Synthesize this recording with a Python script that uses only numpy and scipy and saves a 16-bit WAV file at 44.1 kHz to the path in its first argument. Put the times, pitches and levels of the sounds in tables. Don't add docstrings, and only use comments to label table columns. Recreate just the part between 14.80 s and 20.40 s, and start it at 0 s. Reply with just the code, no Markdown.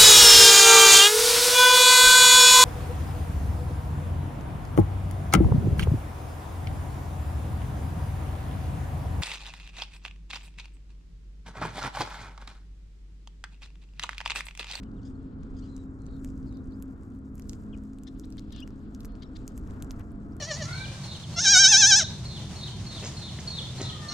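import sys
import numpy as np
from scipy import signal
from scipy.fft import rfft, irfft, next_fast_len
from scipy.io import wavfile
from scipy.ndimage import map_coordinates

SR = 44100
rng = np.random.default_rng(int(sys.argv[2]) if len(sys.argv) > 2 else 0)


def store_pcm(level_fs):
    pcm = np.round(np.clip(level_fs, -1, 1) * 32767).astype(np.int16)
    wavfile.write(sys.argv[1], SR, np.atleast_2d(pcm).T)


N = 246959
SIDES = np.array([[1], [-1]])


def amp(db):
    return 10 ** (np.asarray(db) / 20)


def unit(x):
    return x / np.sqrt(np.mean(x ** 2) + 1e-20)


def along(points, hz):
    f, *cols = np.transpose(points)
    return [np.interp(np.log(hz + 1), np.log(f + 1), c) for c in cols]


def curves(rows):
    s, *cols = np.transpose(rows)
    return [np.interp(np.arange(N) / SR, s, c) for c in cols]


def wobble(rate):
    knots = rng.standard_normal(int(N * rate / SR) + 4)
    return map_coordinates(knots, [np.arange(N) * rate / SR])


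def add(track, s, sound, pan_db):
    k = round(s * SR)
    track[:, k:k + np.shape(sound)[-1]] += sound * amp(SIDES * pan_db / 2)


def rush(spectrum, ports):
    m = next_fast_len(N)
    hz = np.fft.rfftfreq(m, 1 / SR)
    shared, own = rfft(rng.standard_normal((2, m))) * amp(along(spectrum, hz)[0])
    alike, lead, pan_db = along(ports, hz)
    alike = np.clip(alike, 0, 1)
    right = alike * shared * np.exp(-1j * lead) + np.sqrt(1 - alike ** 2) * own
    pair = irfft([shared * amp(pan_db / 2), right * amp(-pan_db / 2)], m)[:, :N]
    return pair / np.std(pair.mean(axis=0))


# (frequency [Hz], relative level [dB per Hz])
RUMBLE_SPECTRUM = [(12, -35.5), (20, -0.5), (54, 2.5), (172, -7.5), (206, -5), (231, -5.5), (263, -4),
                   (354, -15), (409, -16.5), (600, -32.5), (780, -73.5), (1320, -120)]
# (frequency [Hz], relative level [dB per Hz])
TYRE_SPECTRUM = [(240, -41), (400, -3.5), (560, -9.5), (687, -10), (835, -12.5), (1370, -9), (2090, -28),
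                 (2600, -35.5), (3380, -71), (5720, -120)]
# (time [s], level [dB])
TYRE_LEVEL = [(0, -62.5), (1.4, -61.5), (2.6, -63), (2.9, -61.5), (3.15, -65), (3.5, -65), (4.2, -60.5),
              (4.7, -60.5), (5.0, -57.5), (5.6, -59.5)]
# (frequency [Hz], likeness [0 to 1], left lead [rad], left-right level [dB])
FAR_PORTS = [(29.5, 0.82, 0.33, -4), (56.6, 0.91, 0.15, 0), (154, 1, 0.32, -0.5), (259, 0.99, 0.38, 1.5),
             (600, 0.75, 0.58, 2.5), (1300, 0.64, 2.12, 1.5), (2460, 0.29, 2.15, 6.5)]
RUMBLE_DB = -40.5


def traffic():
    rumble = amp(RUMBLE_DB + 1.6 * wobble(3.8)) * rush(RUMBLE_SPECTRUM, FAR_PORTS)
    hiss = amp(curves(TYRE_LEVEL)[0] + 0.8 * wobble(6)) * rush(TYRE_SPECTRUM, FAR_PORTS)
    return rumble + hiss


# (time [s], then one level [dB] for each tone in HUM_TONES)
HUM_LEVELS = [(0, -55.5, -48.5, -68.5, -88), (1.4, -56, -44.5, -59, -96.5), (2.6, -48, -49, -59, -80),
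              (3.8, -50.5, -50, -53, -77), (4.6, -54.5, -56.5, -59, -71.5), (5.6, -54, -52, -52.5, -71)]
HUM_TONES = [208.7, 265.6, 308.2, 686]


def machine_hum():
    hum = 0
    for hz, db in zip(HUM_TONES, curves(HUM_LEVELS)):
        phase = 2 * np.pi * np.cumsum(hz + 2.1 * wobble(8)) / SR
        hum = hum + amp(db + 2.5 * wobble(4.5)) * np.sin(phase)
    return np.sqrt(2) * hum * amp(0.7 * SIDES)


# (frequency [Hz], relative level [dB per Hz])
TWITTER_SPECTRUM = [(1800, -9.5), (2500, -5), (3300, -3), (4500, -5), (5500, -12.5), (7000, -41)]
# (time [s], level [dB])
TWITTER_LEVEL = [(0, -82.5), (.4, -79), (.7, -79.5), (.86, -76), (1.15, -88.5), (1.43, -83.5), (2.3, -86),
                 (3.3, -79.5), (3.8, -74), (3.95, -80.5), (4.62, -76), (4.75, -82.5), (4.95, -79),
                 (5.25, -83.5), (5.6, -82)]
# (frequency [Hz], likeness [0 to 1], left lead [rad], left-right level [dB])
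FLOCK_PORTS = [(2000, 0.25, 0.0066, 7), (3950, 0.2, 0.0053, 3.5), (7000, 0.86, 0.012, 1),
               (15000, 0.62, 0.0059, -7)]


def far_twitter():
    return amp(curves(TWITTER_LEVEL)[0] + 2.2 * wobble(30)) * rush(TWITTER_SPECTRUM, FLOCK_PORTS)


# (time [s], level [dB])
RUSTLE_LEVEL = [(0, -90), (.31, -80), (.6, -88.5), (.86, -76.5), (1.1, -85.5), (1.4, -79.5), (1.48, -70),
                (1.53, -82), (1.57, -74), (1.6, -80.5), (1.63, -83.5), (1.7, -82), (2.0, -85), (2.55, -85),
                (2.73, -74), (2.9, -80.5), (3.3, -81), (3.9, -82.5), (4.5, -84.5), (4.62, -77.5),
                (4.75, -81), (4.93, -74.5), (5.05, -78), (5.22, -80.5), (5.6, -85.5)]
# (time [s], level difference [dB])
CRUNCH_OVER_RUSTLE = [(0, -17.5), (.9, -23), (1.4, -11.5), (2.3, -5.5), (2.6, -6), (3, -12.5), (4.3, -9),
                      (4.7, -11.5), (5.6, -10.5)]


def bustle():
    husk_db = curves(RUSTLE_LEVEL)[0]
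    return husk_db, husk_db + curves(CRUNCH_OVER_RUSTLE)[0]


# (frequency [Hz], relative level [dB per Hz])
HUSK_SPECTRUM = [(3500, -12), (5000, -1), (6000, -2), (7600, 1.5), (8800, -7.5), (10000, -21), (12000, -61)]
# (frequency [Hz], relative level [dB per Hz])
CRUNCH_SPECTRUM = [(7000, -46), (9300, 1.5), (10600, -4.5), (12200, -2), (13500, -6), (15800, -9),
                   (16500, -46.5)]
GRAIN_DB = 3.3


def rustle():
    husk_db, crunch_db = bustle()
    steps = wobble(24.97)
    husk_db = husk_db + 2.8 * steps + GRAIN_DB * unit(wobble(400))
    crunch_db = crunch_db + 3.2 * steps + 2.5 * wobble(19) + GRAIN_DB * unit(wobble(400))
    return amp(husk_db) * rush(HUSK_SPECTRUM, FLOCK_PORTS) + amp(crunch_db) * rush(CRUNCH_SPECTRUM, FLOCK_PORTS)


# (time [s], level [dB])
FLUTTER_EFFORT = [(4.85, -8), (4.9, 1.5), (5.0, -2), (5.075, -7), (5.11, -9), (5.21, 3), (5.25, -17)]
# (frequency [Hz], relative level [dB per Hz])
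FEATHER_SPECTRUM = [(400, -15), (900, 5), (1500, 0), (2500, -9.5), (5000, -23), (8000, -31)]
DOWNSTROKE_S, BEATS_PER_S = 4.903, 29.2
PUSH_HZ, PUSH_DB, SWISH_DB = 56.3, -28.5, -59.5


def wings():
    t = np.arange(N) / SR
    beat = (BEATS_PER_S * (t - DOWNSTROKE_S) + .5) % 1 - .5
    aloft = (t > FLUTTER_EFFORT[0][0]) * (t < FLUTTER_EFFORT[-1][0])
    effort = amp(curves(FLUTTER_EFFORT)[0]) * aloft
    stroke = np.exp(3.9 * (np.cos(2 * np.pi * beat) - 1))
    push = stroke * np.sin(2 * np.pi * PUSH_HZ * beat / BEATS_PER_S + wobble(29))
    swish = (0.53 + 0.36 * stroke) * amp(2.8 * wobble(40)) * rush(FEATHER_SPECTRUM, FLOCK_PORTS)
    return effort * (amp(PUSH_DB) * push + amp(SWISH_DB) * swish)


def bend(start_hz, middle_hz, end_hz, u):
    line = start_hz + (end_hz - start_hz) * u
    return line + (2 * middle_hz - start_hz - end_hz) * 2 * u * (1 - u)


ECHO_DB, FARTHER = -18, .42


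def place(track, s, call, db, pan_db):
    t = np.arange(SR // 5) / SR
    tail = rng.standard_normal((2, len(t))) * amp(-60 * t / 0.17)
    echoes = signal.fftconvolve(call[None], tail / np.linalg.norm(tail[0]), axes=1)
    add(track, s, call, pan_db)
    add(track, s + 0.0028, amp(-6.5) * call, pan_db)
    add(track, s, amp(ECHO_DB + FARTHER * (-49 - db)) * echoes, pan_db / 2)


# (time [s], length [s], start [Hz], middle [Hz], end [Hz], level before flutter and panning [dB])
WHISTLE_NOTES = [(0.048, 0.027, 2830, 3060, 2690, -76), (0.138, 0.022, 2850, 2780, 2950, -86),
                 (0.162, 0.035, 3790, 3400, 2730, -78), (0.348, 0.015, 4400, 4400, 4350, -81),
                 (.748, 0.01, 3850, 4070, 4230, -80), (0.797, 0.031, 3380, 3750, 4440, -81),
                 (0.847, .036, 4600, 5000, 3950, -79), (1.028, 0.046, 3960, 3850, 3750, -88),
                 (0.997, 0.031, 7950, 7800, 7500, -89), (1.19, 0.055, 4100, 4180, 4050, -80),
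                 (1.334, 0.035, 7600, 7400, 6900, -84), (1.393, 0.011, 7200, 7100, 7400, -77),
                 (1.734, .013, 3870, 4500, 5000, -79), (1.742, .021, 5000, 4550, 3850, -71),
                 (1.762, .014, 4800, 4440, 3900, -77), (1.905, 0.014, 4200, 4630, 3600, -78),
                 (1.923, 0.028, 3550, 4650, 5200, -74), (2.469, 0.016, 3820, 3800, 3500, -82),
                 (2.925, 0.029, 3380, 2620, 2200, -64.5), (2.929, 0.0265, 3420, 3030, 2830, -66),
                 (3.8195, 0.019, 2410, 2850, 3020, -50), (4.276, 0.084, 4200, 4260, 4400, -82.5),
                 (4.375, 0.032, 4330, 3930, 3850, -88), (4.411, 0.0057, 3500, 3700, 3600, -66),
                 (4.436, 0.021, 4030, 3900, 3450, -72), (4.453, 0.032, 5540, 5500, 5370, -81),
                 (4.581, 0.033, 4000, 3780, 3650, -79), (5.518, 0.018, 4180, 5300, 6200, -76.5)]
SWELL_S, FADE_S = 0.0034, 0.0018
WAVER = .013
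FLUTTER_PER_DB = .05


def whistles():
    track = np.zeros((2, N + SR))
    flutter, waver = wobble(200), wobble(250)
    for s, length, start_hz, middle_hz, end_hz, db in WHISTLE_NOTES:
        t = np.arange(round(length * SR)) / SR
        now = ((s + t) * SR).astype(int)
        hz = bend(start_hz, middle_hz, end_hz, t / length) * (1 + WAVER * waver[now])
        phase = 2 * np.pi * np.cumsum(hz) / SR
        edges = np.clip(np.minimum(t / SWELL_S, (length - t) / FADE_S), 0, 1)
        overtones = amp(-15.5 + .8 * (db + 49.5)) * (np.sin(2 * phase) + amp(-17.5) * np.sin(3 * phase))
        level = np.sqrt(2) * amp(db + FLUTTER_PER_DB * (-43 - db) * flutter[now])
        place(track, s, level * edges * (np.sin(phase) + overtones), db, 7.2)
    return track[:, :N]


# (time [s], length [s], swell [s], start [Hz], middle [Hz], end [Hz],
#   level before throat and trill [dB], trill rate [per s], first top of the trill after the start [s],
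#   trill depth at start [share], at end [share], brightness: gain of harmonic 3, doubled for 4 and 5 [dB])
BUZZ_CALLS = [(0.214, 0.028, .003, 2100, 1640, 1620, -81, 150, 0.0012, 0.06, 0.13, 5.5),
              (0.244, 0.041, 0.008, 1620, 1757, 1630, -75.5, 200, 0.0018, 0.059, 0.11, 7.5),
              (0.284, 0.042, .004, 1760, 1700, 1550, -82, 140, 0.0034, .06, .06, 0),
              (0.764, 0.04, .003, 1680, 1670, 1600, -77.5, 150, 0.0023, 0.04, 0.09, 8),
              (0.82, 0.046, .004, 1406, 1590, 1560, -74, 150, 0.0077, 0.03, .08, 2),
              (0.879, 0.1, .004, 2000, 2040, 1930, -75.5, 170, 0.0035, .02, .025, -12),
              (0.974, 0.056, .004, 1884, 1960, 1850, -77.5, 150, .003, .015, .02, -15),
              (1.253, 0.15, .006, 2160, 2084, 1800, -78, 130, 0.0041, 0.13, .09, -15),
              (1.661, 0.041, 0.0089, 2150, 2380, 2060, -73, 110, 0.0098, 0.1, .07, -17),
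              (1.703, 0.105, .006, 2010, 1843, 2000, -79.5, 133, 0.0042, .03, 0.02, -15),
              (3.268, 0.023, 0.0017, 1855, 1886, 1910, -59, 120, 0.0076, 0.12, 0.12, 1.5),
              (3.43, 0.02, 0.0074, 1590, 1875, 2180, -65.5, 152, 0.0045, 0.075, .08, -2),
              (3.578, 0.013, 0.0022, 1910, 1845, 1800, -55, 112, 0.0099, 0.15, 0.19, -0.5),
              (3.717, 0.067, 0.0028, 1903, 1624, 1600, -60.5, 150, 0.0038, 0.086, 0.22, -5.5),
              (3.765, 0.059, 0.0048, 1464, 1637, 1660, -58, 170, 0.0063, 0.19, .01, -5),
              (4.4187, 0.021, 0.0025, 1900, 1920, 1985, -57, 118, 0.0018, 0.22, 0.2, 0),
              (4.546, 0.027, 0.017, 1586, 1957, 2310, -57, 156, 0.0049, 0.15, 0.21, -0.5)]
# (frequency [Hz], level [dB])
THROAT_RESONANCE = [(1600, -13.5), (3000, -3), (4200, 1.5), (5600, -6.5), (8500, -25.5)]
# (frequency [Hz], left-right level [dB])
BUZZ_SIDE = [(2500, 10.5), (3600, 11.5), (5500, 5)]
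HARSH_DEPTH, RASP_DB, SHAKE = .08, 3, .014
PULSE_DB, PULSE_RAD = 1.8, 2.3
PATCHY_PER_DB, STUMBLE_RAD = .075, .25


def throat(phase, hz, bright_db):
    voice = 0
    for k in range(1, 6):
        tilt_db = bright_db * np.clip(k - 2, 0, 2) if k > 1 else min(bright_db + 4, 0)
        voice = voice + amp(along(THROAT_RESONANCE, k * hz)[0] + tilt_db) * np.sin(k * phase)
    return voice


def buzzes():
    track = np.zeros((2, N + SR))
    shake, rasp, patches, stumble = wobble(500), wobble(1500), wobble(120), wobble(70)
    for (s, length, swell, start_hz, middle_hz, end_hz, db,
         rate, first, deep, deep_end, bright_db) in BUZZ_CALLS:
        t = np.arange(round(length * SR)) / SR
        now, u = ((s + t) * SR).astype(int), t / length
        turn = 2 * np.pi * rate * (t - first) + STUMBLE_RAD * stumble[now]
        depth = deep + (deep_end - deep) * u
        harsh = np.clip(depth / HARSH_DEPTH, .5, 1.25)
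        trill = 1 + depth * np.cos(turn) + harsh * SHAKE * shake[now]
        hz = bend(start_hz, middle_hz, end_hz, u) * trill
        voice = throat(2 * np.pi * np.cumsum(hz) / SR, hz, bright_db)
        edges = np.clip(np.minimum((t / swell) ** 2, (length - t) / (0.22 * length)), 0, 1)
        uneven_db = harsh * RASP_DB * rasp[now] + PULSE_DB * np.cos(turn - PULSE_RAD)
        uneven_db += PATCHY_PER_DB * (-45.5 - db) * patches[now]
        place(track, s, np.sqrt(2) * amp(db + uneven_db) * edges * voice, db, 0)
    side_db = along(BUZZ_SIDE, np.fft.rfftfreq(N + SR, 1 / SR))[0]
    return irfft(rfft(track) * amp(SIDES * side_db / 2), N + SR)[:, :N]


def ping(hz, decay, phase):
    u = np.arange(256) / SR / decay
    return (u / 2) ** 2 * np.exp(2 - u) * np.sin(2 * np.pi * hz * u * decay + phase)


KNOCK_HZ, KNOCK_DB = 1440, -8
STRAIN_S = .012
BITS_PER_S, BITS_HZ, BITS_DB = 320, 7460, -11
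SNAP_LEAD_RAD = -0.22
LEAD_PER_DB = .2


def crack(body_db, snap_db, top_db, snap_hz, pan_db, chance):
    skew = SIDES * (LEAD_PER_DB * min(pan_db, 0) + 0.65 * (chance[4] - .5))
    lead = SNAP_LEAD_RAD * SIDES
    knock = amp(body_db + KNOCK_DB) * ping(KNOCK_HZ, 0.00011, 6 * chance[1])
    body_hz = 1262.4 + 2025.1 * chance[0]
    body = amp(body_db + 2.5) * ping(body_hz, .00009, 6 * chance[1] + 0.58 * skew + lead)
    snap = amp(snap_db + 4.0) * ping(snap_hz, .00007, 6 * chance[2] + skew + lead)
    ring_hz = 11598.9 + 528.9 * chance[3]
    ring_phase = 6 * chance[2] + 1.5 * skew + SIDES * (chance[0] - .5)
    top = amp(top_db) * amp([[-3], [5]]) * ping(ring_hz, .00007, ring_phase)

    direct = np.pad(knock + body + snap + top, ((0, 0), (round(STRAIN_S * SR), 1300)))
    bounce = amp(-23.5 + 12.0 * chance[3]) * np.roll(direct, int(8 + 14 * chance[0]), axis=1)
    t = np.arange(direct.shape[1]) / SR - STRAIN_S
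    draw = rng.random((2, len(t)))
    tick_gain = amp(BITS_DB - 60 * np.maximum(t / 0.067, -t / 0.055))
    ticks = (draw[0] < BITS_PER_S / SR) * (2 * draw[1] - 1) * tick_gain
    bit = amp(snap_db) * ping(BITS_HZ, .0001, skew) + amp(3.0) * top
    bits = signal.fftconvolve(bit, ticks[None], axes=1)
    tail = (t > 0) * rng.standard_normal(direct.shape) * amp(-35 - 60 * t / 0.066)
    scatter = signal.fftconvolve(snap, tail, axes=1)
    return direct + bounce + (bits + scatter)[:, :len(t)]


# (time [s], thud level [dB], snap level [dB], port ring level [dB], snap pitch [Hz], left-right
# level [dB])
CLEAR_CRACKS = [(0.033, -45, -55.5, -62, 8000, -3), (0.0365, -54, -49, -85, 4460, -1.5),
                (.0445, -62, -68, -87, 7500, -4), (.1162, -64, -58, -85, 4500, -1),
                (.3094, -60, -65, -85, 7500, 1), (0.631, -57, -68, -85, 4500, 13),
                (0.634, -59, -57.5, -71, 6000, 13), (.8494, -72, -63, -88, 8000, -2),
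                (0.9656, -64, -41.5, -58, 6860, -3.5), (0.9794, -57, -56, -69, 7100, 7),
                (1.041, -67, -66, -63, 7500, -1), (1.22, -73, -53, -75, 7100, -0.5),
                (1.2494, -68, -68, -88, 5500, 2), (1.2572, -66, -62, -78, 6500, 1),
                (1.2874, -57, -68, -85, 4500, 7), (1.266, -57, -46, -68, 6740, -3.5),
                (1.3956, -58, -62, -69, 6900, -5), (1.447, -44, -39.5, -42.5, 7300, 0.5),
                (1.4586, -52, -60, -68, 7300, 2), (1.5034, -58, -54, -75, 6800, 1),
                (1.5772, -73, -56, -67, 6640, 1), (1.5825, -68, -62, -63, 7100, -2),
                (1.6295, -65, -57, -85, 5300, -2), (1.6818, -68, -67, -75, 7000, 1),
                (1.7262, -53, -54, -69, 6800, -4.5), (1.772, -73, -50.5, -62, 4760, -2.5),
                (1.922, -68, -54, -67, 4500, -5), (1.8435, -75, -59, -76, 6000, 0),
                (1.874, -66, -62, -76, 6500, -1), (2.001, -77, -60, -67, 7060, -2),
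                (2.0247, -49, -41, -37, 8000, 1), (2.3032, -75, -62, -74, 7200, 2),
                (2.3898, -70, -62, -77, 7600, 4), (2.234, -58, -56, -71, 7800, -1),
                (2.5548, -72, -50.5, -47, 7440, 0), (2.581, -57, -48.5, -65, 6800, -2.5),
                (2.597, -42, -44, -44, 4860, -1), (2.6222, -70, -44.5, -57, 6100, -5),
                (2.6955, -44, -29.5, -45, 5830, -3.5), (2.727, -69, -56, -64, 7100, -3),
                (2.733, -44.5, -39.5, -51, 6140, -3.5), (2.9758, -64, -51.5, -66, 7460, -1),
                (2.9843, -67, -55, -89, 5400, -1.5), (3.038, -60, -56.5, -65, 7400, 1),
                (3.134, -60, -54, -68, 6260, 0), (3.1865, -49.5, -50, -59, 8300, -1),
                (3.2355, -58, -44, -51, 7300, -1.5), (3.3975, -66, -40, -46, 6350, 0.5),
                (3.445, -62, -54, -64, 4500, 4), (3.4492, -56, -47, -64, 4440, -1.5),
                (3.455, -57, -51.5, -58, 7800, 0), (3.504, -54, -48, -56, 8400, -3),
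                (3.525, -51, -42.5, -55, 5240, -4), (3.571, -51, -52, -59, 7800, 0),
                (3.595, -60, -39.5, -50, 4900, 3), (3.7072, -48, -58, -63, 4500, -5),
                (3.7245, -62, -48, -57, 6440, 0), (3.726, -63, -43.5, -51, 5900, -0.5),
                (3.7634, -48, -44, -68, 6200, -4), (3.8044, -48, -45.5, -51, 7400, -2),
                (3.8768, -43, -46, -53, 5300, 0), (3.9062, -52, -54, -64, 4960, 2),
                (4.149, -69, -41, -52, 5760, 1), (4.2064, -61, -41.5, -46, 4530, -3.5),
                (4.2328, -61, -55, -87, 6200, 1), (4.2484, -41, -40.5, -46, 5740, 1),
                (4.2536, -55, -43, -42, 5400, -2), (4.258, -67, -52, -70, 7500, 14),
                (4.3218, -70, -58, -67, 5800, -2), (4.3536, -58, -53, -76, 4540, 3),
                (4.5685, -49, -41, -73, 4730, 0), (4.6789, -46.5, -31, -37.5, 6800, 1),
                (4.778, -47, -41.5, -40, 7100, 1), (4.875, -53, -51.5, -57, 5900, 2),
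                (4.909, -51, -52, -62, 7100, -1), (4.938, -52, -60, -61, 8500, -4.5),
                (5.0243, -37.5, -34.5, -37, 7400, 1.5), (5.0465, -68, -48, -54, 6900, 0),
                (5.1088, -39.5, -32.5, -50, 5400, 1.5), (5.1163, -48, -57, -41.5, 9150, 3),
                (5.196, -53, -51, -50, 7500, 2), (5.319, -58, -56, -56, 8700, -3.5),
                (5.567, -54, -49.5, -51, 7900, 1)]
FAINT_DB, FAINT_SPREAD_DB = 8, 6.5


def cracks():
    track = np.zeros((2, N + SR))
    chances = rng.random((len(CLEAR_CRACKS), 5))
    for (s, body_db, snap_db, top_db, hz, pan_db), chance in zip(CLEAR_CRACKS, chances):
        split = crack(body_db, snap_db, top_db, hz, pan_db, chance)
        add(track, s - STRAIN_S - .00018, split, pan_db)
    husk_db, crunch_db = bustle()
    for s, size, pitch, side, *chance in rng.random((600, 9)):
        k = int(s * N)
        over_db = FAINT_DB - FAINT_SPREAD_DB * np.log(size + 0.056)
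        db = (husk_db[k] + crunch_db[k]) / 2 + over_db
        top_db = crunch_db[k] + over_db - 14 + 11 * pitch
        pan_db = 8 * side - 4
        add(track, k / SR, crack(db - 0.5, db, top_db, 5500 + 3000 * pitch, pan_db, chance), pan_db)
    return track[:, :N]


def scene():
    background = traffic() + machine_hum() + far_twitter() + rustle()
    return background + wings() + whistles() + buzzes() + cracks()


def record(dry):
    m = next_fast_len(N + SR // 2)
    hz = np.fft.rfftfreq(m, 1 / SR)
    return irfft(rfft(dry, m) / (1 + (hz / 16480) ** 60) * (hz < 16500), m)[:, :N]


dry = scene()
out = record(dry)
store_pcm(out)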